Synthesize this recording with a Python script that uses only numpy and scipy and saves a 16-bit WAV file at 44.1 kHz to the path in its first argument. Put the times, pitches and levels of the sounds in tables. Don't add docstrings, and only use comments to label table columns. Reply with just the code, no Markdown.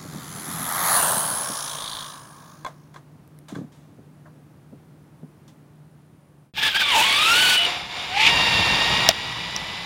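import sys
import numpy as np
from scipy import signal
from scipy.fft import rfft, irfft, next_fast_len
from scipy.io import wavfile
from scipy.ndimage import uniform_filter1d, map_coordinates

SR = 44100
rng = np.random.default_rng(int(sys.argv[2]) if len(sys.argv) > 2 else 0)


def wrap_up_sound(samples):
    columns = np.atleast_2d(samples).T
    tamed = np.clip(columns, -1, 1)
    steps = np.round(tamed * 32767).astype(np.int16)
    wavfile.write(sys.argv[1], SR, steps)


N = 434385
T = np.arange(N) / SR

CLOSEST_S, LIFT_S, CRASH_S = 0.96, 2.03, 2.516
LOT_S = 6.538
SPIN_S, LET_GO_S, COAST_S, POWER_S = 6.822, 7.57, 7.66, 8.32

# frequency in Hz, relative level in dB.
AIR_EQ = [(25, -50), (65, -19), (148, -6), (220, -13), (297, -12), (400, -20), (1200, -29), (3000, -40.5),
          (7000, -46.5), (15500, -48)]
BREEZE_EQ = [(30, -34), (80, -8.5), (160, 5), (500, -14.5), (2000, -57)]
TYRE_ROAR_EQ = [(30, -61), (200, -31), (430, -17), (600, -6), (730, -1.5), (870, -3.5), (1080, 1.5),
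                (1380, -3.5), (1720, 0), (1950, -2), (2300, -11.5), (5000, -46.5)]
TYRE_RING_EQ = [(700, -35.5), (980, -7), (1080, .5), (1200, -3.5), (1400, -16), (1680, -7), (2000, -26.5)]
GEAR_FLARE_EQ = [(2700, -23.5), (3500, -3), (4800, 1.5), (5800, -12), (8000, -26)]
CHASSIS_EQ = [(1500, -16.5), (2500, 8.5), (3200, 6), (4200, -3.5), (5200, -5.5), (6000, -2.5), (6900, 3),
              (8300, -2), (12000, -25)]
SIZZLE_EQ = [(8000, -20), (12200, 1), (13200, 4.5), (15500, -8)]
CAMERA_CASE_EQ = [(50, -42.5), (110, -12), (170, -1.5), (270, -2), (380, -12.5), (700, -24), (2000, -73.5)]
TICK_EQ = [(2000, -8), (7000, -10.5), (11000, -.5), (15000, -13)]
SHELL_EQ = [(150, -27), (420, -10.5), (620, 8), (850, 1.5), (1180, 6.5), (1400, -3), (1700, 0.5),
            (2600, -14.5), (3600, -9), (4700, -16), (6500, -13), (15000, -29)]
# multiple of the centre frequency, relative level in dB.
HISS_BAND = [(.55, -24), (.72, -14), (.88, -13.5), (.955, -2.5), (1, 0.5), (1.045, -3), (1.12, -13.5),
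             (1.4, -29.5)]
BRAKE_RASP_BAND = [(.62, -22.5), (.9, 0), (1, -0.5), (1.13, -6), (1.35, -21), (2.3, -37)]
# time in seconds, centre in Hz, level in dB.
DRIVE_GLIDE = [(0, 9800, -58), (.55, 10700, -35.5), (.82, 11230, -28), (.95, 10310, -21.5),
               (1.06, 8780, -27.5), (1.38, 8690, -40), (2.6, 8720, -94)]
TAIL_GLIDE = [(.8, 10700, -70), (1.03, 10650, -26.5), (1.55, 10070, -34), (2.0, 9580, -43.5),
              (2.8, 9700, -78.5)]
# time in seconds, turns per second.
WHEEL_SPEED = [(0, 82), (.2, 82.5), (.42, 86), (.92, 87), (1.08, 83), (1.42, 83), (1.53, 56), (2.2, 53)]
# time in seconds, lowest notch in Hz.
ROAD_NOTCH = [(.92, 2700), (1.0, 2380), (1.6, 2600)]
# start and length in seconds, relative level in dB, centre in Hz.
BRAKE_RASPS = [(1.562, .09, -40.5, 5960), (1.68, .34, -35.5, 3450), (1.86, .07, -40.5, 4150)]
# start in seconds, relative peak in dB.
CAMERA_BUMPS = [(0.049, -31), (0.145, -30), (0.178, -30), (0.481, -28), (0.606, -27.5), (1.168, -27.5),
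                (1.498, -27), (3.522, -26), (3.563, -23.5), (3.584, -25.5), (3.61, -26), (3.636, -32.5),
                (3.984, -36.5), (4.725, -34.5), (5.23, -33)]
CLOSE_TICKS = [(3.2767, -43), (3.3887, -39)]
# start in seconds, peak in dB, treble lift in dB, 60 dB decay in seconds.
SHELL_SCRAPES = [(2.648, -25.5, 3.5, .02), (2.663, -26, -2.5, 0.16), (2.941, -39, 1, 0.11),
                 (2.963, -35.5, 0, 0.15), (3.484, -36, 6, 0.28), (3.549, -34, 1.5, 0.3),
                 (3.72, -49.5, 10.5, 0.77), (4.255, -42, -12.5, 0.18), (5.479, -42, 12.5, 0.16)]
# start in seconds, peak in dB.
LANDINGS = [(2.648, -24), (2.651, -22), (2.6639, -20.5), (2.961, -31.5), (3.555, -27.5)]
# pitch in Hz, relative level in dB, 60 dB decay in seconds.
SHELL_RING = [(605, -11.5, .1), (1066, 1.5, 0.055), (1560, 0.5, .035), (2120, -11, 0.044),
              (3400, -11, 0.041), (4060, -13, .03)]

# frequency in Hz, relative level in dB.
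WIND_EQ = [(20, -19), (45, -4), (100, 0), (180, 2), (280, -12.5), (600, -24.5), (1500, -68)]
RASP_EQ = [(40, -35), (250, -15.5), (450, -14), (830, -10), (890, 1), (960, -12), (1600, -5.5), (2000, -6),
           (2400, 1), (3600, 1), (4200, -7), (6500, -19.5), (8000, -23.5), (15000, -32.5)]
SQUEAL_EQ = [(13500, -50), (14150, -9), (14350, 0), (14600, -12), (15200, -50)]
GRIT_EQ = [(3000, -29), (6500, 1.5), (11000, -4.5), (15500, -10)]
WHIR_EQ = [(150, -46.5), (250, -13.5), (574, -12), (909, -4.5), (1550, -12.5), (1810, -7.5), (2100, -8.5),
           (2350, -3.5), (2550, -8.5), (2780, -5), (3030, -9), (3710, -3), (4150, -14), (4730, -10.5),
           (5450, -16), (6100, -22), (7700, -34), (10000, -62), (16900, -120)]
FIZZ_EQ = [(6000, -31), (7000, 9.5), (7800, -8.5), (9000, -0.5), (15500, -16.5)]
GRIND_EQ = [(500, -29), (1500, -22), (2100, -2), (2450, 0.5), (2900, -3), (4000, -11.5), (6000, -21),
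            (15000, -45)]
SNAP_EQ = [(300, -18), (1500, -11.5), (3600, -3), (4400, -8), (5500, 3), (6100, 0), (7200, -19.5),
           (10000, -28.5), (16000, -36)]
# start in seconds, level in dB.
WIND_GUSTS = [(8.59, -29), (8.725, -27)]
# start and length in seconds, relative level in dB.
MOTOR_BURSTS = [(6.583, 0.018, -32), (6.628, 0.056, -22), (6.75, 0.016, -19.5), (6.8, 0.021, -21)]
# time in seconds, tooth rate in Hz.
STUTTER_PITCH = [(6.68, 854), (6.74, 763), (6.80, 829), (6.83, 740)]
SPIN_PITCH = [(6.82, 1194), (6.90, 1140), (6.925, 975), (6.95, 895), (7.01, 885.7), (7.06, 1085),
              (7.13, 1109), (7.41, 1510), (7.46, 1488), (7.66, 1468)]
RUN_PITCH = [(7.58, 676), (7.70, 717), (8.11, 719.3), (8.20, 865), (8.29, 929.7), (8.62, 913.4),
             (9.05, 951.7), (9.30, 967), (9.85, 1008)]
# time in seconds, relative level in dB.
SCRUB_FADER = [(6.83, -47.5), (6.91, -41), (6.952, -29.5), (7.01, -24), (7.028, -32.5), (7.164, -36.5),
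               (7.35, -29), (7.552, -27), (7.568, -40), (7.66, -43.5)]
COAST_FADER = [(7.66, -22.5), (7.868, -36), (8.006, -30), (8.08, -32), (8.12, -31.5)]
# centre in Hz, width in Hz, gain in dB.
GEARBOX_PEAKS = [(895, 120, -15), (1394, 204, -14.5), (2275, 300, -22.5), (2750, 370, -17.5),
                 (3056, 170, -14), (3480, 260, -19), (3740, 120, -17.5), (4480, 420, -20.5)]
# dB coasting, dB under power, drift in dB per second.
WHINE_HARMONICS = [(-13, -15.5, -3.5), (-26, -10, 0.5), (-15, -4, -6.5), (-14, -10, -3.5), (-13, -15.5, -2)]
# start in seconds, peak before clipping in dB, relative thud and body in dB.
CLOSE_CRACKS = [(9.0893, 14, -17, 6), (9.563, -2, -32, -5)]


def amp(db):
    return 10 ** (np.asarray(db) / 20)


def unit(x):
    return x / np.sqrt(np.mean(x ** 2) + 1e-20)


def curves(rows):
    times, *columns = np.transpose(rows)
    return [np.interp(T, times, column) for column in columns]


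def ramp(start, length):
    return np.clip((T - start) / length, 0, 1)


def during(start, end, fade):
    return np.clip(np.minimum(T - start, end - T) / fade + .5, 0, 1)


def held(start, length, db, rise, fall):
    return amp(db - rise * np.maximum(start - T, 0) - fall * np.maximum(T - start - length, 0))


def wobble(rate):
    return map_coordinates(rng.standard_normal(int(N * rate / SR) + 4), [T * rate])


def colour(x, eq):
    size = 2 * next_fast_len(len(x) // 2 + 4096)
    hz, db = np.transpose(eq)
    gain = amp(np.interp(np.log(np.fft.rfftfreq(size, 1 / SR) + 1), np.log(hz), db))
    cepstrum = irfft(np.log(gain))
    cepstrum[1:size // 2] *= 2
    cepstrum[size // 2 + 1:] = 0
    return irfft(rfft(x, size) * np.exp(rfft(cepstrum)))[:len(x)]


def rush(eq, grain_db=0, grain_rate=600):
    return unit(colour(rng.standard_normal(N) * amp(grain_db * wobble(grain_rate)), eq))


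def burst(eq, t60):
    t = np.arange(SR // 2) / SR
    x = colour(rng.standard_normal(len(t)) * amp(-60 * t / t60), eq)
    return x / np.abs(x).max()


def add(track, start, x):
    room = track[round(start * SR):][:len(x)]
    room += x[:len(room)]


def varispeed(x, speed):
    return map_coordinates(x, [np.cumsum(speed)], order=3, mode="wrap")


def patchy(x, depth_db):
    spectra = signal.stft(x, nperseg=512)[2]
    patches = uniform_filter1d(rng.standard_normal(spectra.shape), size=6, axis=0)
    patches = uniform_filter1d(patches, size=36, axis=1)
    return signal.istft(spectra * unit(amp(depth_db * unit(patches))), nperseg=512)[1][:N]


def roadside():
    hum = amp(1.8 * wobble(13)) * np.sin(2 * np.pi * np.cumsum(149 + 4 * wobble(17)) / SR)
    breeze = amp(-41 + 1.6 * wobble(8.4)) * during(-1, 1.39, fade=.48) * rush(BREEZE_EQ)
    ease_off = amp(np.interp(T, [5.5, 6.4], [0, -3]))
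    return ease_off * (amp(-51.5) * rush(AIR_EQ) + amp(-49.5) * hum) + breeze


def pass_fader(db, coming, going, lift_db):
    distance = np.hypot(1, (T - CLOSEST_S) / .2)
    lost_db = lift_db * ramp(LIFT_S, .25) + 45 * np.maximum(T - CRASH_S, 0)
    return amp(db - lost_db) / distance ** np.where(T < CLOSEST_S, coming, going)


def doppler(x, mach):
    bearing = (T - CLOSEST_S) / np.hypot(T - CLOSEST_S, .07)
    return varispeed(x, 1 / (1 + mach * bearing))


def tyres():
    roar = doppler(rush(TYRE_ROAR_EQ, grain_db=1), mach=.13)
    roar *= pass_fader(-23.5, coming=1.79, going=1.53, lift_db=6)
    return roar + pass_fader(-34.5, coming=2, going=.4, lift_db=10) * rush(TYRE_RING_EQ)


def chassis_rattle(sway):
    level = pass_fader(-27.5, coming=1.25, going=.8, lift_db=12)
    return level * unit(amp(5.5 * sway)) * doppler(rush(CHASSIS_EQ), mach=.04)


def drive_hiss(glide):
    hz, db = curves(glide)
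    centre = np.mean(hz)
    band = rush([(centre * ratio, level) for ratio, level in HISS_BAND], grain_db=3, grain_rate=970)
    return amp(db) * unit(varispeed(band, hz / centre))


def passing_car():
    rolling = tyres()
    flare = held(.93, .04, db=-32, rise=148, fall=128.5) * rush(GEAR_FLARE_EQ, grain_db=3)
    turns = np.cumsum(curves(WHEEL_SPEED)[0] * (1 + .008 * wobble(25))) / SR
    sway = np.sin(2 * np.pi * turns)
    rattle = chassis_rattle(sway)
    brake = braking(turns)
    sizzle = rush(SIZZLE_EQ, grain_db=2.5, grain_rate=880)
    sizzle *= pass_fader(-25, coming=2.1, going=1.9, lift_db=14)
    car = rolling + patchy(sizzle + flare + rattle + brake, depth_db=1.8)
    drive = patchy(drive_hiss(DRIVE_GLIDE) + drive_hiss(TAIL_GLIDE), depth_db=1.8)
    drive *= unit(amp(1.5 * sway))
    delay_s = .5 / curves(ROAD_NOTCH)[0]
    bounce = .8 * map_coordinates(car, [(T - delay_s) * SR], order=3)
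    bounce *= 1 - .5 * during(.99, 1.05, fade=.073)
    return amp(-2) * (car + bounce) + drive


def handling():
    out = np.zeros(N)
    for start, db in CAMERA_BUMPS:
        add(out, start, amp(db + 1) * burst(CAMERA_CASE_EQ, t60=.088))
    for start, db in CLOSE_TICKS:
        add(out, start, amp(db + 2) * burst(TICK_EQ, t60=.005))
    return out


def braking(turns):
    out = np.zeros(N)
    for start, length, db, hz in BRAKE_RASPS:
        eq = [(hz * ratio, level) for ratio, level in BRAKE_RASP_BAND]
        out += held(start, length, db, rise=63, fall=106) * rush(eq, grain_db=.5, grain_rate=200)
    return out * unit(amp(-20 * (turns % 1)))


def tumble():
    out = np.zeros(N)
    for start, db, treble_db, t60 in SHELL_SCRAPES:
        eq = [(hz, level + treble_db * (hz > 2200)) for hz, level in SHELL_EQ]
        add(out, start, amp(db) * burst(eq, t60))
    return out


def knocks():
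    out, t = np.zeros(N), np.arange(SR // 5) / SR
    for start, db in LANDINGS:
        ring = sum(amp(level + rng.normal(0, 2.4) - 60 * t / t60) * np.sin(2 * np.pi * hz * t)
                   for hz, level, t60 in SHELL_RING)
        add(out, start, amp(db) * ring / np.abs(ring).max())
    return out


def wind():
    steady = amp(-47.5 + 13.5 * ramp(8.1, .22) + 1.6 * wobble(12))
    gusts = sum(held(start, .015, db, rise=350, fall=300) for start, db in WIND_GUSTS)
    return (T > LOT_S) * np.hypot(steady, gusts) * rush(WIND_EQ)


def gear_tone(hz, harmonics_db, jitter, flutter_db, runout=0, rough=0):
    phase = 2 * np.pi * np.cumsum(hz * (1 + jitter * wobble(260) + .001987 * wobble(30))) / SR
    sway = runout * np.sin(phase / 16)
    teeth = phase + sway + rough * wobble(800)
    return sum(amp(db) * unit(amp(flutter_db * wobble(110)) * np.sin(k * teeth))
               for k, db in enumerate(harmonics_db, 1))


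def stutter():
    hz, = curves(STUTTER_PITCH)
    buzz = gear_tone(hz, [-20.5, -4.5, -16.5, -5.5, -23, -15.5], jitter=.025, flutter_db=4.5, rough=.15)
    rasp = amp(-1.5) * rush(RASP_EQ, grain_db=2, grain_rate=400)
    squeal = amp(-25) * rush(SQUEAL_EQ)
    idle = held(6.575, .25, db=-27.5, rise=600, fall=900)
    bursts = sum(held(*row, rise=2600, fall=1100) for row in MOTOR_BURSTS)
    return (T > LOT_S) * ((idle + bursts) * (rasp + squeal) + (.5 * idle + bursts) * buzz)


def gearbox_db(hz):
    peaks = sum((amp(db) / (1 + (2 * (hz - centre) / width) ** 2)) ** 2
                for centre, width, db in GEARBOX_PEAKS)
    return 10 * np.log10(peaks + amp(-29.5) ** 2)


def wheelspin():
    hz, = curves(SPIN_PITCH)
    scrub_db = curves(SCRUB_FADER)[0] - np.mean(SCRUB_FADER, axis=0)[1]
    rasp = amp(-19 + .53 * scrub_db) * rush(RASP_EQ, grain_db=2, grain_rate=400)
    grit = amp(-42.5 + 1.7 * scrub_db) * rush(GRIT_EQ, grain_db=4, grain_rate=220)
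    slack_db = -25 * ramp(LET_GO_S - .015, .033)
    loose = 1 - ramp(SPIN_S + .03, .07)
    drive_db = [-1 - 9 * loose + slack_db, -5 * loose,
                -3 - 4 * loose + slack_db, -8.5 - 9 * loose + slack_db]
    harmonics_db = [db + gearbox_db(k * hz) for k, db in enumerate(drive_db, 1)]
    jitter = np.interp(T, [7, 7.45], [.022, .003])
    rough = np.interp(T, [7.05, 7.35], [.22, .05])
    howl = gear_tone(hz, harmonics_db, jitter, flutter_db=3, runout=.22, rough=rough)
    return during(SPIN_S, COAST_S, fade=.008) * (rasp + grit + howl)


def soft_clip(x, ceiling):
    return x / (1 + np.abs(x / ceiling) ** 6) ** (1 / 6)


def mic_overload(x):
    return colour(soft_clip(x, amp(-13.5)), [(25, -13), (70, 0)])


def run_away():
    hz, = curves(RUN_PITCH)
    driven_s = np.maximum(T - POWER_S, 0)
    power = ramp(POWER_S - .17, .13)
    distance = np.hypot(1, driven_s / 1.13)
    level = amp((1 - power) * curves(COAST_FADER)[0] - 20.5 * power) / distance
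    whir = rush(WHIR_EQ, grain_db=1) + amp(-20) * rush(FIZZ_EQ, grain_db=1.5)
    whir *= ramp(COAST_S - .004, .0056)
    harmonics_db = [(1 - power) * coasting + power * driven + drift * driven_s
                    for coasting, driven, drift in WHINE_HARMONICS]
    whine = ramp(LET_GO_S, .026) * gear_tone(hz, harmonics_db, jitter=.003, flutter_db=2, runout=.1)
    bite = held(8.215, .07, db=-17, rise=200, fall=400) + held(8.268, .01, db=-20, rise=1500, fall=1500)
    grind = bite * rush(GRIND_EQ, grain_db=1, grain_rate=330)
    chirp = gear_tone(hz, [1.5, -9, -6], jitter=.0076, flutter_db=3)
    chirp *= held(8.19, .025, db=-25, rise=216, fall=220)
    return level * (whir + whine) + grind + chirp


def cracks():
    out, t = np.zeros(N), np.arange(SR // 10) / SR
    for start, db, thud_db, body_db in CLOSE_CRACKS:
        eq = [(hz, level + body_db * (hz < 4500)) for hz, level in SNAP_EQ]
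        add(out, start, amp(db) * burst(eq, t60=.008))
        add(out, start, amp(db + thud_db) * np.sin(2 * np.pi * 660 * t) * amp(-60 * t / .035))
    return out


def scene():
    road = passing_car() + tumble() + knocks() + handling() + roadside()
    lot = mic_overload(stutter() + wheelspin()) + run_away() + wind() + cracks()
    return (road * during(-1, 6.49, fade=.071) + lot)[None]


def record(dry):
    clipped = soft_clip(dry, ceiling=.92)
    overloaded = uniform_filter1d(clipped ** 2, 64, axis=-1) > .33
    latched = np.maximum.accumulate(overloaded, axis=-1)
    turned_down = np.pad(latched, ((0, 0), (1130, 0)))[:, :N]
    out = clipped * amp(-8 * turned_down)
    high_cut = np.fft.rfftfreq(N, 1 / SR) < 15850
    return irfft(rfft(out) * high_cut, N)


dry = scene()
out = record(dry)
wrap_up_sound(out)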